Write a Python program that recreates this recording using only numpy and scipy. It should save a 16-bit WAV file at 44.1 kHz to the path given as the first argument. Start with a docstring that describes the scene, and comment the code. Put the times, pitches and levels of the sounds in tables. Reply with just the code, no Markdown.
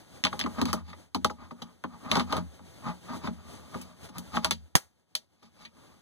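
"""In the cramped space under an appliance, pliers work a wire clamp along a rubber hose on a plastic pump.
Every contact ticks in the steel, knocks in the pump housing and thumps the tub behind it. In short
strokes the jaws scrape along in tiny slips, over a faint hiss. Near the end the springy clamp snaps
shut and overloads the close microphone."""
import sys
import numpy as np
from scipy import signal
from scipy.fft import rfft, irfft, next_fast_len
from scipy.io import wavfile

SR = 44100
rng = np.random.default_rng(int(sys.argv[2]) if len(sys.argv) > 2 else 0)


def to_wav(s):
    """Save 16-bit WAV."""
    ch = np.atleast_2d(s).T  # columns
    pcm = np.round(np.clip(ch, -1, 1) * 32767)  # PCM
    wavfile.write(sys.argv[1], SR, pcm.astype(np.int16))


N = 265217
RING_TIME = np.arange(int(.45 * SR)) / SR  # seconds since a hit


def gain(db):
    """Turn decibels into a multiplier."""
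    return 10 ** (np.asarray(db) / 20)


def normalise(x, size=None):
    """Scale a sound so its first size samples (or all) have an average level (rms) of 1."""
    return x / np.sqrt(np.mean(x[:size] ** 2))


def fade(decay_s):
    """A struck thing dies away, losing 60 dB in decay_s."""
    return np.exp(-np.log(1000) * RING_TIME / decay_s)


def add(track, start_s, sound):
    """Mix a sound into a track at start_s."""
    start = int(start_s * SR)
    track[start:start + len(sound)] += sound[:N - start]


def pitch_curve(points, size):
    """Join (pitch_hz, value) points into one value for each frequency of a spectrum."""
    hz, value = np.transpose(points)
    return np.interp(np.log(np.fft.rfftfreq(size, 1 / SR) + 1), np.log(hz), value)


def colour(x, points, tilt_db=0):
    """Shape the tone with (pitch_hz, level_db) points; tilt the treble by tilt_db per octave."""
    size = 2 * next_fast_len(len(x))
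    octaves = np.log2(np.maximum(np.fft.rfftfreq(size, 1 / SR), 2000) / 4000)
    cepstrum = irfft(np.log(gain(pitch_curve(points, size) + tilt_db * octaves)))
    # fold the filter so that it rings only after a hit, never before
    cepstrum[1:size // 2] *= 2
    cepstrum[size // 2 + 1:] = 0
    return irfft(rfft(x, size) * np.exp(rfft(cepstrum)))[:len(x)]


def ringing_tones(table):
    """An object rings with one fading sine wave for each of its natural pitches."""
    return np.array([gain(db) * fade(decay_s) * np.sin(2 * np.pi * hz * RING_TIME)
                     for hz, db, decay_s in table])


def strike(tones, scatter_db, detune=0):
    """Each spot struck mixes the tones differently; the changing grip shifts their pitch a little."""
    ring = gain(scatter_db * rng.standard_normal(len(tones))) @ tones
    speed = 1 + detune * rng.standard_normal()
    return np.interp(RING_TIME * speed, RING_TIME, ring, right=0)


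def burst(decay_s):
    """A fading rush of tiny impacts or echoes, with energy 1."""
    rush = rng.standard_normal(len(RING_TIME)) * fade(decay_s)
    return rush / np.linalg.norm(rush)


def excite(force, ring):
    """Every push of a force sets off the same ring."""
    return signal.oaconvolve(force, ring / np.linalg.norm(ring))[:N]


def hiss(flutter_db=4.0, flutter_per_s=18):
    """A faint broad hiss swells, sinks and flutters."""
    # tone of the hiss: pitch_hz, relative_db
    tone = [(30, -4.5), (80, 8), (220, 5.5), (450, 1), (1200, -7), (2000, -9.5), (4500, -12), (9000, -15.5),
            (15500, -27)]
    # its slow swells: time_s, level_db
    swells = [(0, -57), (.55, -53.5), (.8, -62.5), (1.1, -62.5), (1.8, -62.5), (2.05, -56), (2.5, -57.5),
              (2.8, -54), (3.5, -51), (3.95, -54), (4.35, -53), (4.6, -65.5), (4.72, -67.5), (4.95, -73.5),
              (5.4, -73.5), (5.72, -63.5), (5.86, -54), (6, -60.5)]
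    t = np.arange(N) / SR
    flutter = np.interp(t * flutter_per_s, np.arange(400), rng.standard_normal(400))
    level_db = np.interp(t, *np.transpose(swells)) + flutter_db * flutter
    return gain(level_db) * normalise(colour(rng.standard_normal(N), tone))


def steel_tick(steel, tilt_db, clink_hz):
    """Steel cracks, echoes off close walls and rings; the spot struck favours pitches near clink_hz."""
    # tone of steel hitting steel: pitch_hz, relative_db
    tone = [(150, -21), (600, -23), (1700, -1.5), (2400, 1.5), (3400, 0.5), (4800, 1.5), (6500, -3.5),
            (9000, -6.5), (12000, -11), (15500, -19.5)]
    crack, walls, tail = burst(0.0076), gain(-1.5) * burst(0.084), gain(-22) * burst(0.23)
    tick = normalise(colour(crack + walls + tail, tone, tilt_db), size=441)
    clink = signal.lfilter(*signal.iirpeak(clink_hz, Q=1.4, fs=SR), tick)
    ring = normalise(strike(steel, scatter_db=3, detune=.002), size=441)
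    return normalise(tick + gain(2) * clink, size=441) + gain(-7) * ring


def skid(blow, skid_s, clean_hit_s=.002):
    """A glancing blow spreads into a swelling, fading run of tiny slips; a brief one stays a clean hit."""
    if skid_s < clean_hit_s:
        return blow
    force = rng.standard_normal(len(RING_TIME)) * RING_TIME * np.exp(-RING_TIME / skid_s)
    scuff = signal.fftconvolve(blow, force)[:len(blow)]
    return scuff * np.linalg.norm(blow) / np.linalg.norm(scuff)


def housing_knock(housing, clack_db=-4):
    """The plastic housing rings with its main tones over a clack of many weak ones."""
    # tone of the clack: pitch_hz, relative_db
    tone = [(120, -14), (350, -6), (750, -7), (1250, 4), (1600, -8), (2400, -13), (5000, -30),
            (12000, -50)]
    clack = normalise(colour(burst(.055), tone), size=441)
    ring = normalise(strike(housing, scatter_db=4.5, detune=0.011), size=441)
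    return ring + gain(clack_db) * clack


def pitch_sag(knock, lag_s=.008, below_hz=950, uneven=.7, ripple_hz=90):
    """Low waves cross the ribbed plastic later than high ones, and unevenly, so a knock sags in pitch."""
    size = 2 * next_fast_len(len(knock))
    hz = np.fft.rfftfreq(size, 1 / SR)
    ribs = np.interp(hz / ripple_hz, np.arange(100), rng.standard_normal(100))
    late_s = lag_s * np.maximum(1 + uneven * ribs, 0) / (1 + (hz / below_hz) ** 4)
    phase = 2 * np.pi * np.cumsum(late_s) * SR / size
    return irfft(rfft(knock, size) * np.exp(-1j * phase))[:len(knock)]


def tub_thump(tub, rise_s=0.0048, hose_db=-6):
    """The big tub takes a moment to start swinging; the slack hose adds a loose thud with no pitch."""
    thud = signal.sosfilt(signal.butter(2, [130, 400], "band", fs=SR, output="sos"), burst(.09))
    ring = strike(tub, scatter_db=2, detune=0.039) * (1 - np.exp(-RING_TIME / rise_s))
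    thump = normalise(ring, size=1100) + gain(hose_db) * normalise(thud, size=1100)
    return normalise(thump, size=1100)


def jaw_hits(tub, housing, steel):
    """The jaws hit and slip off the clamp; each blow reaches steel and housing, then the tub."""
    # blows of the jaws: start_s, thump_db, knock_db, tick_db, tilt_db (per octave)
    blows = [(0.239, -33.5, -53, -24, -4), (0.25, -42.5, -28.5, -23.5, -3),
             (0.268, -52.5, -39.5, -29.5, -7.5), (0.328, -45, -33, -46, -1), (0.3926, -46, -42.5, -32.5, 2),
             (0.400, -55, -44, -32.5, -3.5), (0.412, -43, -44, -28.5, -7), (0.439, -30, -47, -40, -11.5),
             (0.461, -37, -31, -48.5, -2), (0.615, -22.5, -29.5, -31.5, 2), (0.655, -48.5, -39, -36.5, 1),
             (0.73, -31.5, -26.5, -29, 6.5), (0.929, -59, -47, -50, -11), (1.147, -30.5, -29, -32, 0.5),
             (1.246, -33.5, -21, -27, 0.5), (1.298, -43.5, -33.5, -48.5, -1), (1.509, -43, -43, -60, 3),
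             (1.618, -43.5, -43.5, -41.5, -0.5), (1.839, -37.5, -31.5, -56, -7),
             (2.115, -41.5, -27, -23, -2.5), (2.155, -35.5, -26, -31, -1.5),
             (2.169, -26.5, -26.5, -35.5, -0.5), (2.197, -38, -34.5, -32.5, -5),
             (2.325, -37, -23.5, -32.5, -1), (2.367, -30, -32.5, -38.5, 3), (2.592, -52.5, -52, -74, -2),
             (3.235, -36.5, -57, -62, -8), (3.272, -32, -33, -44, -6), (3.744, -35, -35, -58.5, 8),
             (3.812, -53, -62, -44.5, 13), (4.088, -49, -51, -54.5, 2), (4.183, -40.5, -71, -39, 10),
             (4.37, -33.5, -24.5, -36.5, -8.5), (4.446, -36.5, -23.5, -23.5, 0.5),
             (4.509, -36.5, -32.5, -23.5, 0), (5.152, -66.5, -49, -26.5, 2.5), (5.425, -57, -56, -59.5, -1),
             (5.649, -60.5, -62, -44, -7)]
    out = np.zeros(N)
    for start_s, thump_db, knock_db, tick_db, tilt_db in blows:
        clink_hz = 3830 * 2 ** (.04 * tilt_db)  # a brighter hit clinks higher
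        skid_s = .0021 * 2 ** ((-42.5 - tick_db) / 21)  # a lighter hit skids longer before it bites
        add(out, start_s + 2 * skid_s, gain(thump_db) * tub_thump(tub))
        add(out, start_s, gain(knock_db) * pitch_sag(housing_knock(housing)))
        add(out, start_s, gain(tick_db) * skid(steel_tick(steel, tilt_db, clink_hz), skid_s))
    return out


def hand_pressure(build_db_per_s=418.5, release_db_per_s=474):
    """The hand leans into each stroke, holds and lets go; gives the force on the hose and on the wire."""
    # strokes of the jaws: full_pressure_at_s, hold_s, hose_drag_db, wire_grit_db
    strokes = [(0.336, 0.18, -52, -85), (0.589, 0.0075, -30, -45.5), (0.683, 0.015, -37, -40),
               (0.753, 0.033, -45, -57), (0.892, 0.0091, -49.5, -52.5), (1.406, 0.042, -48.5, -63),
               (1.589, 0.1, -57.5, -81), (1.934, 0.01, -47.5, -66), (2.049, 0.06, -42, -60.5),
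               (2.121, 0.085, -30, -37.5), (2.31, 0.071, -33.5, -45), (2.864, 0.034, -33.5, -50),
               (3.092, 0.055, -40, -53), (3.244, 0.024, -36.5, -46), (3.38, 0.55, -58, -65.5),
               (3.747, 0.0067, -42, -58), (3.812, 0.017, -57, -53.5), (4.165, 0.0069, -40.5, -52),
               (4.358, 0.0052, -29.5, -35), (4.449, 0.012, -38, -42.5), (5.446, 0.012, -63.5, -63),
               (5.615, 0.013, -54, -54), (5.769, 0.17, -63, -72.5)]
    t = np.arange(N) / SR
    drag, grit = np.zeros((2, N))
    for full_s, hold_s, drag_db, grit_db in strokes:
        pace = 2 ** ((drag_db + 41) / 30.5)  # scales both rates: firm strokes are quicker
        before_s, after_s = np.maximum(full_s - t, 0), np.maximum(t - full_s - hold_s, 0)
        drop_db = pace * (build_db_per_s * before_s + release_db_per_s * after_s)
        shape = gain(-np.minimum(drop_db, 100))
        drag = np.maximum(drag, gain(drag_db) * shape)
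        grit = np.maximum(grit, gain(grit_db) * shape)
    return drag, grit


def slips(per_s, spread_db):
    """Surfaces stick, then let go in tiny jerks at random times; spread_db makes their sizes uneven."""
    jerks = gain(spread_db * np.minimum(rng.exponential(size=N), 4)) * rng.choice([-1, 1], N)
    return normalise(jerks * (rng.random(N) < per_s / SR))


def scrape(tub, housing, steel):
    """Dragged rubber shakes the tub and housing while the jaws grate on the wire."""
    drag, grit = hand_pressure()
    out = np.zeros(N)
    for layer_hz in (2500, 3300, 4600):  # three layers of slips blend into one even, gritty scrape
        rubber = drag * slips(per_s=700, spread_db=4)
        grit_layer = grit * slips(per_s=1300, spread_db=0)
        out += gain(-4) * excite(rubber, strike(tub, scatter_db=0.5))
        out += gain(-6) * excite(rubber, housing_knock(housing))
        out += gain(-6) * excite(grit_layer, steel_tick(steel, tilt_db=-0.5, clink_hz=layer_hz))
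    return out


def clamp_snap():
    """The released spring gives a broad dry crack and one low jolt that dies at once."""
    # the clamp snapping shut: start_s, jolt_hz, jolt_db, crack_db
    closing = (4.7537, 115.5, -3, -14)
    # tone of its crack: pitch_hz, relative_db
    tone = [(150, 4), (500, 3.5), (1000, 4), (1800, 4), (3000, -1.5), (6500, 1.5), (10000, -2.5),
            (15500, -12)]
    start_s, jolt_hz, jolt_db, crack_db = closing
    crack, jolt = np.zeros((2, N))
    hit, walls, tail = burst(0.0047), gain(-1) * burst(0.072), gain(-19) * burst(0.22)
    add(crack, start_s, gain(crack_db) * normalise(colour(hit + walls + tail, tone), size=441))
    add(jolt, start_s, -gain(jolt_db) * fade(0.019) * np.cos(2 * np.pi * jolt_hz * RING_TIME))
    return crack, jolt


def stereo(sound, jolt, balance_db=1.4, lag_s=17 / SR, echo_db=-13):
    """The right channel is flipped and late; wall echoes and the jolt push the two in opposite ways."""
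    # extra shift of the waves on the right: pitch_hz, phase_radians
    shifts = [(40, 0.39), (90, 0.82), (200, 1), (400, 0.24), (800, .6), (1300, -0.33), (1700, 0.4),
              (2400, -0.041), (2800, 0.14), (3250, 0.45), (4000, 1), (4600, 0.098)]
    size = 2 * next_fast_len(N)
    phase = pitch_curve(shifts, size) + 2 * np.pi * np.fft.rfftfreq(size, 1 / SR) * lag_s
    right = -irfft(rfft(sound, size) * np.exp(-1j * phase))[:N]
    treble = signal.sosfilt(signal.butter(2, 2200, "high", fs=SR, output="sos"), sound)
    side = gain(echo_db) * excite(treble, burst(0.031)) + jolt
    return np.array([sound * gain(balance_db / 2) + side, right * gain(-balance_db / 2) - side])


def scene():
    """Hits, scrapes and the snap over a faint hiss."""
    # the tub and its mounts: pitch_hz, relative_db, decay_s
    tub = [(77, -14.5, 0.89), (86.27, -13, 0.69), (129.4, -21.5, 0.13), (180.6, -1, 0.25), (233.9, 4, 0.19),
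           (254.8, -2.5, 0.18), (323, -12.5, 0.19)]
    # the plastic pump housing, muffled by the hose: pitch_hz, relative_db, decay_s (capped below)
    housing = [(413.5, -11, 0.27), (525.5, -8.5, 0.11), (629.7, -8, 0.19), (837, -3, 0.17),
               (943.5, -3.5, 0.29), (1040, -3.5, 0.051), (1136, 5, 0.033), (1200.3, -1.5, 0.056),
               (1208, -29.5, 0.012), (1555, -29.5, 0.0091), (1930, -11, 0.02)]
    # pliers and wire, muffled by hand and hose: pitch_hz, relative_db, decay_s
    steel = [(2570, 10, 0.017), (3010, -6, 0.056), (3095, -2, 0.062), (3570, -7, 0.07), (4320, -3.5, 0.058),
             (5234, -1, .04), (5900, -14, 0.028), (6754, -5, 0.014), (7520, -23, 0.041),
             (9740, -26.5, 0.085), (13098, -30.5, .14)]
    muffled_housing = [(hz, db, min(decay_s, .1)) for hz, db, decay_s in housing]
    bodies = ringing_tones(tub), ringing_tones(muffled_housing), ringing_tones(steel)
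    crack, jolt = clamp_snap()
    return stereo(jaw_hits(*bodies) + scrape(*bodies) + hiss() + crack, jolt)


def record(dry, bottom_hz=45, top_hz=15900):
    """The deepest bass is thinned, overloads are rounded off and the highest treble is cut."""
    thinned = signal.sosfilt(signal.butter(2, bottom_hz, "high", fs=SR, output="sos"), dry)
    rounded = np.tanh(thinned)
    return signal.sosfilt(signal.ellip(10, .2, 95, top_hz, fs=SR, output="sos"), rounded)


dry = scene()
out = record(dry)
to_wav(out)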